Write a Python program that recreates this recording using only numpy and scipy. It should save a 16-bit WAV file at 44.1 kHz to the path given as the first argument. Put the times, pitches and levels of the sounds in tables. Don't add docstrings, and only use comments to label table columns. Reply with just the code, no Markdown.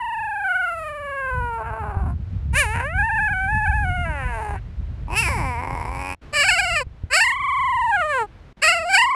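import sys
import numpy as np
from scipy import signal
from scipy.fft import rfft, irfft, next_fast_len
from scipy.io import wavfile
from scipy.ndimage import uniform_filter1d, minimum_filter1d, map_coordinates

SR = 44100
rng = np.random.default_rng(int(sys.argv[2]) if len(sys.argv) > 2 else 0)


def to_wav(s):
    ch = np.atleast_2d(s).T
    pcm = np.round(np.clip(ch, -1, 1) * 32767)
    wavfile.write(sys.argv[1], SR, pcm.astype(np.int16))


N = 403515

LURCH_HZ = 36.25
CALM_FLUTTER, SHAKY_FLUTTER = .005, .009


def amp(db):
    return 10 ** (np.asarray(db) / 20)


def unit(x):
    return x / np.sqrt(np.mean(x ** 2) + 1e-20)


def curves(rows, t):
    s, *cols = np.transpose(rows)
    return [np.interp(t, s, c) for c in cols]


def wobble(t, rate_hz):
    at = (t - t[0]) * rate_hz
    return map_coordinates(rng.standard_normal(int(at[-1]) + 4), [at + 1])


def bump(t, at_s, width_s):
    return np.exp(-((t - at_s) / width_s) ** 2)


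def coloured(x, points):
    size = 2 * next_fast_len(len(x) // 2 + 4096)
    hz, db = np.transpose(points)
    log_hz = np.log(np.fft.rfftfreq(size, 1 / SR) + 1)
    gain = amp(np.interp(log_hz, np.log(hz), db))
    cepstrum = irfft(np.log(gain))
    cepstrum[1:size // 2] *= 2
    cepstrum[size // 2 + 1:] = 0
    return irfft(rfft(x, size) * np.exp(rfft(cepstrum)))[:len(x)]


def below(x, edge_hz, order):
    size = next_fast_len(len(x) + 4096)
    rolloff = 1 + (np.fft.rfftfreq(size, 1 / SR) / edge_hz) ** order
    return irfft(rfft(x, size) / rolloff, size)[:len(x)]


def steady(x, span_s=.05):
    width = max(int(span_s * SR), 8)
    power = uniform_filter1d(uniform_filter1d(x ** 2, width), width // 2)
    return x / np.sqrt(np.abs(power) + 1e-6 * np.mean(x ** 2))


def thumps(t):
    # t/s, level before decay/dB
    thump_rows = [(1.969, -9), (6.867, -20), (7.037, -13.5)]
    swing_hz, decay_s = 78, 0.0085

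    def swing(age_s):
        return np.sin(2 * np.pi * swing_hz * age_s) * np.exp(-age_s / decay_s)

    return sum(amp(db) * swing(np.maximum(t - s, 0)) for s, db in thump_rows)


def wind(t):
    # t/s, level/dB
    buffet_level = [(0, -49.5), (1.1, -45.5), (1.9, -31.5), (2.5, -23.5), (3.2, -30), (3.8, -23.5),
                    (4.6, -29.5), (5.8, -25.5), (6.25, -43.5), (6.6, -32.5), (7.3, -43.5), (8.1, -42),
                    (9.15, -50.5)]
    # t/s, peak level/dB
    gusts = [(1.39, -23), (2.04, -27), (3.73, -27), (5.43, -33), (8.0, -41)]
    gust_s = 0.058
    # f/Hz, level per Hz/dB
    rumble = [(15, -71.5), (28, -19.5), (42, -2.5), (70, 0.5), (140, -9.5), (250, -24.5), (420, -42),
              (900, -60)]
    # f/Hz, level per Hz/dB
    air_colour = [(200, -7.5), (350, -10.5), (550, -14), (2300, -23), (4000, -31), (13000, -55)]
    # t/s, level/dB
    air_level = [(0, -59), (2.3, -53), (3.5, -54), (4.8, -49), (6.25, -47), (7.6, -58), (8.4, -50.5),
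                 (9.15, -49)]

    eddies = np.tanh(wobble(t, 22))
    buffet = unit(coloured(rng.standard_normal(N), rumble))
    deep = below(buffet, 150, order=4)
    upper = buffet - deep
    buffet = unit(deep * amp(3.4 * eddies) + upper * amp(12.5 * eddies - 6))
    air = unit(coloured(rng.standard_normal(N), air_colour)) * amp(1.3 * wobble(t, 6))
    strength = amp(curves(buffet_level, t)[0])
    strength = strength + sum(amp(db) * bump(t, s, gust_s) for s, db in gusts)
    buffeting = below(strength * buffet + thumps(t), 1400, order=4)
    return buffeting + amp(curves(air_level, t)[0]) * air


def pulses(at, sizes, count):
    taps = np.floor(at)[:, None] + np.arange(-7, 9)
    off = taps - at[:, None]
    shape = np.sinc(off) * np.cos(np.pi * off / 16) ** 2
    index = np.clip(taps, 0, count - 1).astype(int)
    return np.bincount(index.ravel(), (sizes[:, None] * shape).ravel(), count)


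def quiver(t, hz, depth, rate_hz, slowing_hz_per_s, crest_s):
    # f/Hz, share of the pitch
    swing_by_pitch = [(450, 0.0076), (1000, 0.062)]
    since = t - crest_s
    cycles = since * (rate_hz - slowing_hz_per_s * since / 2)
    return depth * curves(swing_by_pitch, hz)[0] * np.cos(2 * np.pi * cycles)


def strain(t):
    # t/s, treble at the peak/dB, build-up/s, relaxation/s
    pushes = [(.8, -21, 0.28, 0.75), (2.12, -25, 0.4, .3), (2.589, -8.5, 0.24, 0.29),
              (4.348, -23.5, 1.5, 2.6), (5.188, -7.5, 0.097, 0.41), (6.13, -15, 0.87, 0.59),
              (6.422, -8.5, 2.8, 1.44), (7.151, -3, 0.067, 0.16), (8.112, -23, 0.33, 0.43),
              (8.639, -7.5, 0.87, .38), (8.959, -9, 0.17, 0.14)]
    range_db, relaxed_db = 20, -33
    levels_db = [db - range_db * np.maximum((s - t) / build_s, (t - s) / relax_s)
                 for s, db, build_s, relax_s in pushes if t[0] < s < t[-1]]
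    return np.maximum(np.max(levels_db, axis=0), relaxed_db)


def roughness(t, start_s, strain_db):
    # from/s, to/s, rasp/0-1, split into long and short beats/0-1, creak once in three beats/0-1
    breaks = [(1.588, 1.789, 0.5, 0.5, 0), (1.821, 2.18, 0.7, 0.26, 0), (2.748, 2.832, 0.94, 0, 0),
              (4.059, 4.394, 0.1, .8, 0.2), (4.391, 4.619, 0.57, 0.19, 0.17),
              (5.016, 5.154, 0.52, 0.25, 0.9), (5.287, 5.447, .06, 0.24, 0.34),
              (5.607, 5.877, 0.51, 0.27, 0.91), (5.881, 6.182, 0.25, 0.19, 0.94)]
    slip_s = 0.024
    calm_rasp, strain_rasp = 0.021, .16
    onset_rasp, onset_s = 0.75, .03

    def inside(on, off):
        return np.clip(np.minimum(t - on, off - t) / slip_s + .5, 0, 1)

    rasp, split, creak = sum(np.outer(state, inside(on, off)) for on, off, *state in breaks)
    rasp = rasp + calm_rasp + amp(strain_db) * (strain_rasp + onset_rasp * bump(t, start_s, onset_s))
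    split = split * (1 + wobble(t, LURCH_HZ))
    return np.clip([rasp, split, creak], 0, 1)


def folds(t, hz, rasp, split, creak):
    jitter = .001 * wobble(t, 190)
    rough_jitter = .03 * wobble(t, 190) + .035 * wobble(t, 65)
    hz = hz * (1 + jitter + rasp * rough_jitter)
    cycles = np.cumsum(hz) / SR
    beat = np.arange(1, int(cycles[-1]))
    at = np.interp(beat, cycles, np.arange(len(t)))
    i = at.astype(int)
    late, strong, slip = rng.standard_normal((3, len(beat)))
    limp = split[i] * (-1) ** beat
    shift = .035 * rasp[i] * late + .07 * limp
    stall = np.sin(np.pi * beat / 3 + .2 * np.cumsum(rasp[i] * slip)) ** 2
    sizes = amp(4 * rasp[i] * strong) * (1 + .4 * limp) * (1 - creak[i] * stall)
    voice = unit(pulses(at + shift * SR / hz[i], sizes, len(t)))
    gate = np.interp(cycles, beat, sizes) * (1 + 0.29 * np.cos(2 * np.pi * cycles))
    return voice, unit(gate * rng.standard_normal(len(t)))


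def resonance(x, hz, width_hz):
    centres = np.linspace(hz.min(), hz.max(), 5)
    rings = [signal.lfilter(*signal.iirpeak(c, c / width_hz, SR), x) for c in centres]
    shares = np.eye(len(centres))
    return sum(np.interp(hz, centres, share) * ring for share, ring in zip(shares, rings))


def call(pitch, delivery, throat, bright_db, lift, flutter, swing=None, mouth=None, strained=None):
    # t/s, jump/share of the pitch
    catches = [(3.015, -0.045), (3.1, -0.094), (3.194, -.08), (3.289, -0.092), (3.667, -0.1),
               (3.721, -0.088), (6.494, 0.16), (6.602, 0.12), (7.193, -0.064), (7.314, -0.057)]
    catch_s = 0.01
    # delay/s, gain
    nearby = [(.0013, 0.06), (.0031, 0.091), (.0074, 0.07)]
    attack_s, release_s = 0.013, 0.02
    lurch = .045
    quiver_db_per_share = 13

    first = max(int((pitch[0][0] - .03) * SR), 0)
    last = min(int((pitch[-1][0] + .04) * SR), N)
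    t = np.arange(first, last) / SR
    start_s, end_s = delivery[0][0], delivery[-1][0]
    loud_db, mouth_db = curves(delivery, t)
    strain_db = strain(t)

    hz = uniform_filter1d(curves(pitch, t)[0], size=300) * (1 + flutter * wobble(t, 58))
    shake = quiver(t, hz, *swing) if swing else 0
    hz *= 1 + shake + sum(jump * bump(t, s, catch_s) for s, jump in catches)
    rasp, split, creak = roughness(t, start_s, strain_db)
    voice, air = folds(t, hz * (1 + lurch * rasp * wobble(t, LURCH_HZ)), rasp, split, creak)

    wide = np.clip((strain_db + 24.5) / 12, 0, 1)

    def ring(x):
        if strained:
            return (1 - wide) * coloured(x, throat) + wide * coloured(x, strained)
        return coloured(x, throat)

    echoes = sum(gain * np.pad(voice, (int(delay_s * SR), 0))[:len(t)] for delay_s, gain in nearby)
    voice = voice + echoes
    tone = ring(voice + (.002 + .13 * rasp) * air)
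    tone = below(tone - below(tone, 260, order=8), 3550, order=30)
    low = below(tone, 1250, order=16)
    middle = below(tone - low, 1900, order=12)
    upper = middle + amp(bright_db + lift * (strain_db + 15.5)) * (tone - low - middle)
    if mouth:
        upper = resonance(upper, curves(mouth, t)[0], width_hz=114)

    airy = .24 + .5 * rasp + np.clip(-(strain_db + 22) / 20, 0, .5)
    treble = ring(voice + airy * air)
    treble = treble - below(treble, 3510, order=30)

    opening = np.clip(amp(mouth_db) ** 2, 0, .93)
    overtones = np.sqrt(opening) * steady(upper) + amp(strain_db) * steady(treble)
    sound = np.sqrt(1 - opening) * steady(low) + amp(1.1 * wobble(t, 50)) * overtones
    edges = np.clip(1 + np.minimum((t - start_s) / attack_s, (end_s - t) / release_s), 0, 1)
    level = amp(loud_db + quiver_db_per_share * shake) * edges
    return np.pad(level * sound, (first, N - last))


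def first_puppy():
    # t/s, f/Hz
    howl_pitch = [(0.0, 948), (0.431, 803), (0.52, 719), (0.586, 741), (0.889, 601), (1.155, 551),
                  (1.56, 456), (1.76, 452), (1.88, 412), (2.13, 345)]
    # t/s, loudness/dB, mouth opening as upper resonances/dB
    howl = [(0.01, -26.5, -9.5), (0.43, -26, -2), (0.45, -21.5, -1), (0.64, -21.5, 0.5), (0.76, -30.5, -2),
            (0.99, -32.5, -6), (1.25, -25.5, -1.5), (1.62, -28, -12), (1.64, -31.5, -5.5),
            (1.83, -30, -10.5), (2.11, -38.5, -13), (2.13, -48, -14)]
    # f/Hz, level/dB
    throat = [(220, -7), (450, -7.5), (900, 2.5), (1200, -3.5), (1520, 4), (1850, -11.5), (2750, -13.5),
              (3400, -38.5), (4300, -33.5), (6200, -46), (7300, -32.5), (8200, -38), (9800, -27),
              (11500, -38.5)]
    swing = (.9, 24.39, 3.05, .05)
    return call(howl_pitch, howl, throat, bright_db=-1.0, lift=0.045, flutter=CALM_FLUTTER, swing=swing)


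def second_puppy():
    # t/s, f/Hz
    wail_pitch = [(2.54, 470), (2.591, 613), (2.67, 416), (2.82, 490), (3.0, 830), (3.075, 905),
                  (3.32, 825), (3.34, 745), (3.47, 775), (3.51, 860), (3.82, 845), (3.86, 736), (4.03, 705),
                  (4.19, 540), (4.41, 425), (4.58, 395)]
    growl_pitch = [(5.07, 268.2), (5.215, 481.3), (5.24, 368.6), (5.28, 329.3), (5.295, 604.7), (5.39, 355),
                   (5.435, 274.8), (5.56, 229.3), (5.7, 283.4), (5.8, 235.7), (6.0, 275), (6.14, 275.5)]
    # t/s, loudness/dB, mouth opening as upper resonances/dB
    wail = [(2.54, -31, -6), (2.56, -18, 13), (2.62, -18.5, -0.5), (2.66, -27.5, -3), (2.84, -25.5, -3),
            (2.92, -31.5, -1), (3.01, -18, -0.5), (3.06, -22, -2.5), (3.25, -19.5, -0.5), (3.36, -24, -0.5),
            (3.57, -21.5, -2.5), (4.29, -31, -2), (4.43, -28.5, -11.5), (4.56, -32.5, -8.5), (4.58, -43, 4)]
    growl = [(5.085, -36, -16.5), (5.183, -19.5, 4), (5.359, -26.5, -6), (5.795, -30, -10),
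             (5.943, -32, -8), (6.131, -28.5, -2), (6.135, -34, -3.5)]
    # f/Hz, level/dB
    wailing_throat = [(250, -0.5), (450, -4.5), (950, 7.5), (1250, -9.5), (1630, 1), (1830, -1),
                      (2750, 0.5), (3300, -23.5), (4700, -27.5), (5500, -30.5), (7100, -24), (8000, -27),
                      (9600, -15), (11300, -33)]
    growling_throat = [(250, -1.5), (650, -7.5), (960, 6.5), (1300, -8), (1800, -13), (2700, -10.5),
                       (3400, -20), (4000, -26.5), (5200, -13), (6600, -30), (7700, -16), (8600, -22),
                       (10200, -14), (11300, -28)]
    # t/s, f/Hz
    growl_mouth = [(5.07, 2460), (5.2, 2710), (5.3, 2206), (5.5, 2245), (5.8, 2150), (6.14, 2500)]
    swing = (.25, 22.22, 8.87, 3.081)
    return (call(wail_pitch, wail, wailing_throat, bright_db=-6.5, lift=0.61,
                 flutter=SHAKY_FLUTTER, swing=swing)
            + call(growl_pitch, growl, growling_throat, bright_db=-12.5, lift=0.056,
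                   flutter=CALM_FLUTTER, mouth=growl_mouth))


def third_puppy():
    # t/s, f/Hz
    yelp_pitch = [(6.33, 613), (6.428, 567), (6.454, 775), (6.575, 698), (6.588, 756), (6.758, 667),
                  (6.82, 514)]
    song_pitch = [(7.11, 490), (7.248, 999), (7.4, 1081), (7.585, 1077), (7.882, 935), (8.042, 607),
                  (8.088, 617), (8.24, 417)]
    cry_pitch = [(8.62, 510), (8.634, 621), (8.738, 715), (8.837, 635), (8.915, 791), (8.958, 762),
                 (8.991, 939), (9.14, 1088)]
    # t/s, loudness/dB, mouth opening as upper resonances/dB
    yelp = [(6.338, -26.5, -4.5), (6.37, -16.5, 16), (6.48, -19.5, 0), (6.49, -15.5, 6),
            (6.58, -21.5, -1.5), (6.598, -16.5, 0), (6.618, -22, -1.5), (6.748, -24, -1), (6.768, -17, 5),
            (6.804, -24.5, -2), (6.815, -23, -8)]
    song = [(7.112, -27.5, -1), (7.136, -15.5, 4), (7.278, -16.5, 0), (7.382, -27.5, 11),
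            (7.442, -23.5, -0.5), (7.9, -19.5, -11.5), (7.93, -18.5, -3.5), (7.994, -19, -0.5),
            (8.086, -25.5, -4), (8.136, -21.5, -1), (8.224, -21, -9.5), (8.245, -29.5, -15)]
    cry = [(8.63, -16, 1.5), (8.684, -13.5, 1), (8.822, -26.5, -3.5), (8.86, -25.5, -14),
           (8.916, -21.5, -2), (8.95, -13.5, -0.5), (9.026, -13.5, -1.5), (9.064, -19.5, -8),
           (9.15, -20, -10.5)]
    # f/Hz, level/dB
    open_throat = [(300, 2.5), (700, 6.5), (1000, 5.5), (1500, 7.5), (2100, 13), (2800, 18), (3600, -27.5),
                   (4500, -9), (5250, -13), (6000, -33.5), (7800, -9.5), (8600, -23), (9800, -21),
                   (11300, -34)]
    narrowed = [(300, 0.5), (700, 6), (1000, 8.5), (1450, -5), (2100, -5), (2800, 0.5), (3600, -16.5),
                (4150, -10), (4900, -22.5), (6100, -23.5), (7600, -11), (8700, -16), (9700, -14.5),
                (11300, -29)]
    # relative depth, rate/Hz, slowing/(Hz/s), one crest/s
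    yelp_swing = (1.2, 21.77, 11, 6.496)
    song_swing = (1, 25.87, 9.72, 7.29)
    cry_swing = (1.1, 23.56, 0, 9.072)
    return (call(yelp_pitch, yelp, open_throat, bright_db=-7.5, lift=0.12,
                 flutter=SHAKY_FLUTTER, swing=yelp_swing)
            + call(song_pitch, song, narrowed, bright_db=-14.5, lift=0.49,
                   flutter=CALM_FLUTTER, swing=song_swing, strained=open_throat)
            + call(cry_pitch, cry, open_throat, bright_db=-9.0, lift=0.26,
                   flutter=SHAKY_FLUTTER, swing=cry_swing))


def scene():
    t = np.arange(N) / SR
    return (wind(t) + first_puppy() + second_puppy() + third_puppy())[None]


def record(dry):
    # from/s, to/s
    dips = [(6.151, 6.215), (8.53, 8.568)]
    t = np.arange(N) / SR
    ceiling = .66
    needed = ceiling / np.maximum(np.abs(dry[0]), ceiling)
    limiter = uniform_filter1d(minimum_filter1d(needed, size=200), size=100)
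    dipped = sum((t > start) & (t < end) for start, end in dips).astype(float)
    gain = limiter * amp(-24 * uniform_filter1d(dipped, size=300))
    return below(dry[0] * gain, 13200, order=200)[None]


dry = scene()
out = record(dry)
to_wav(out)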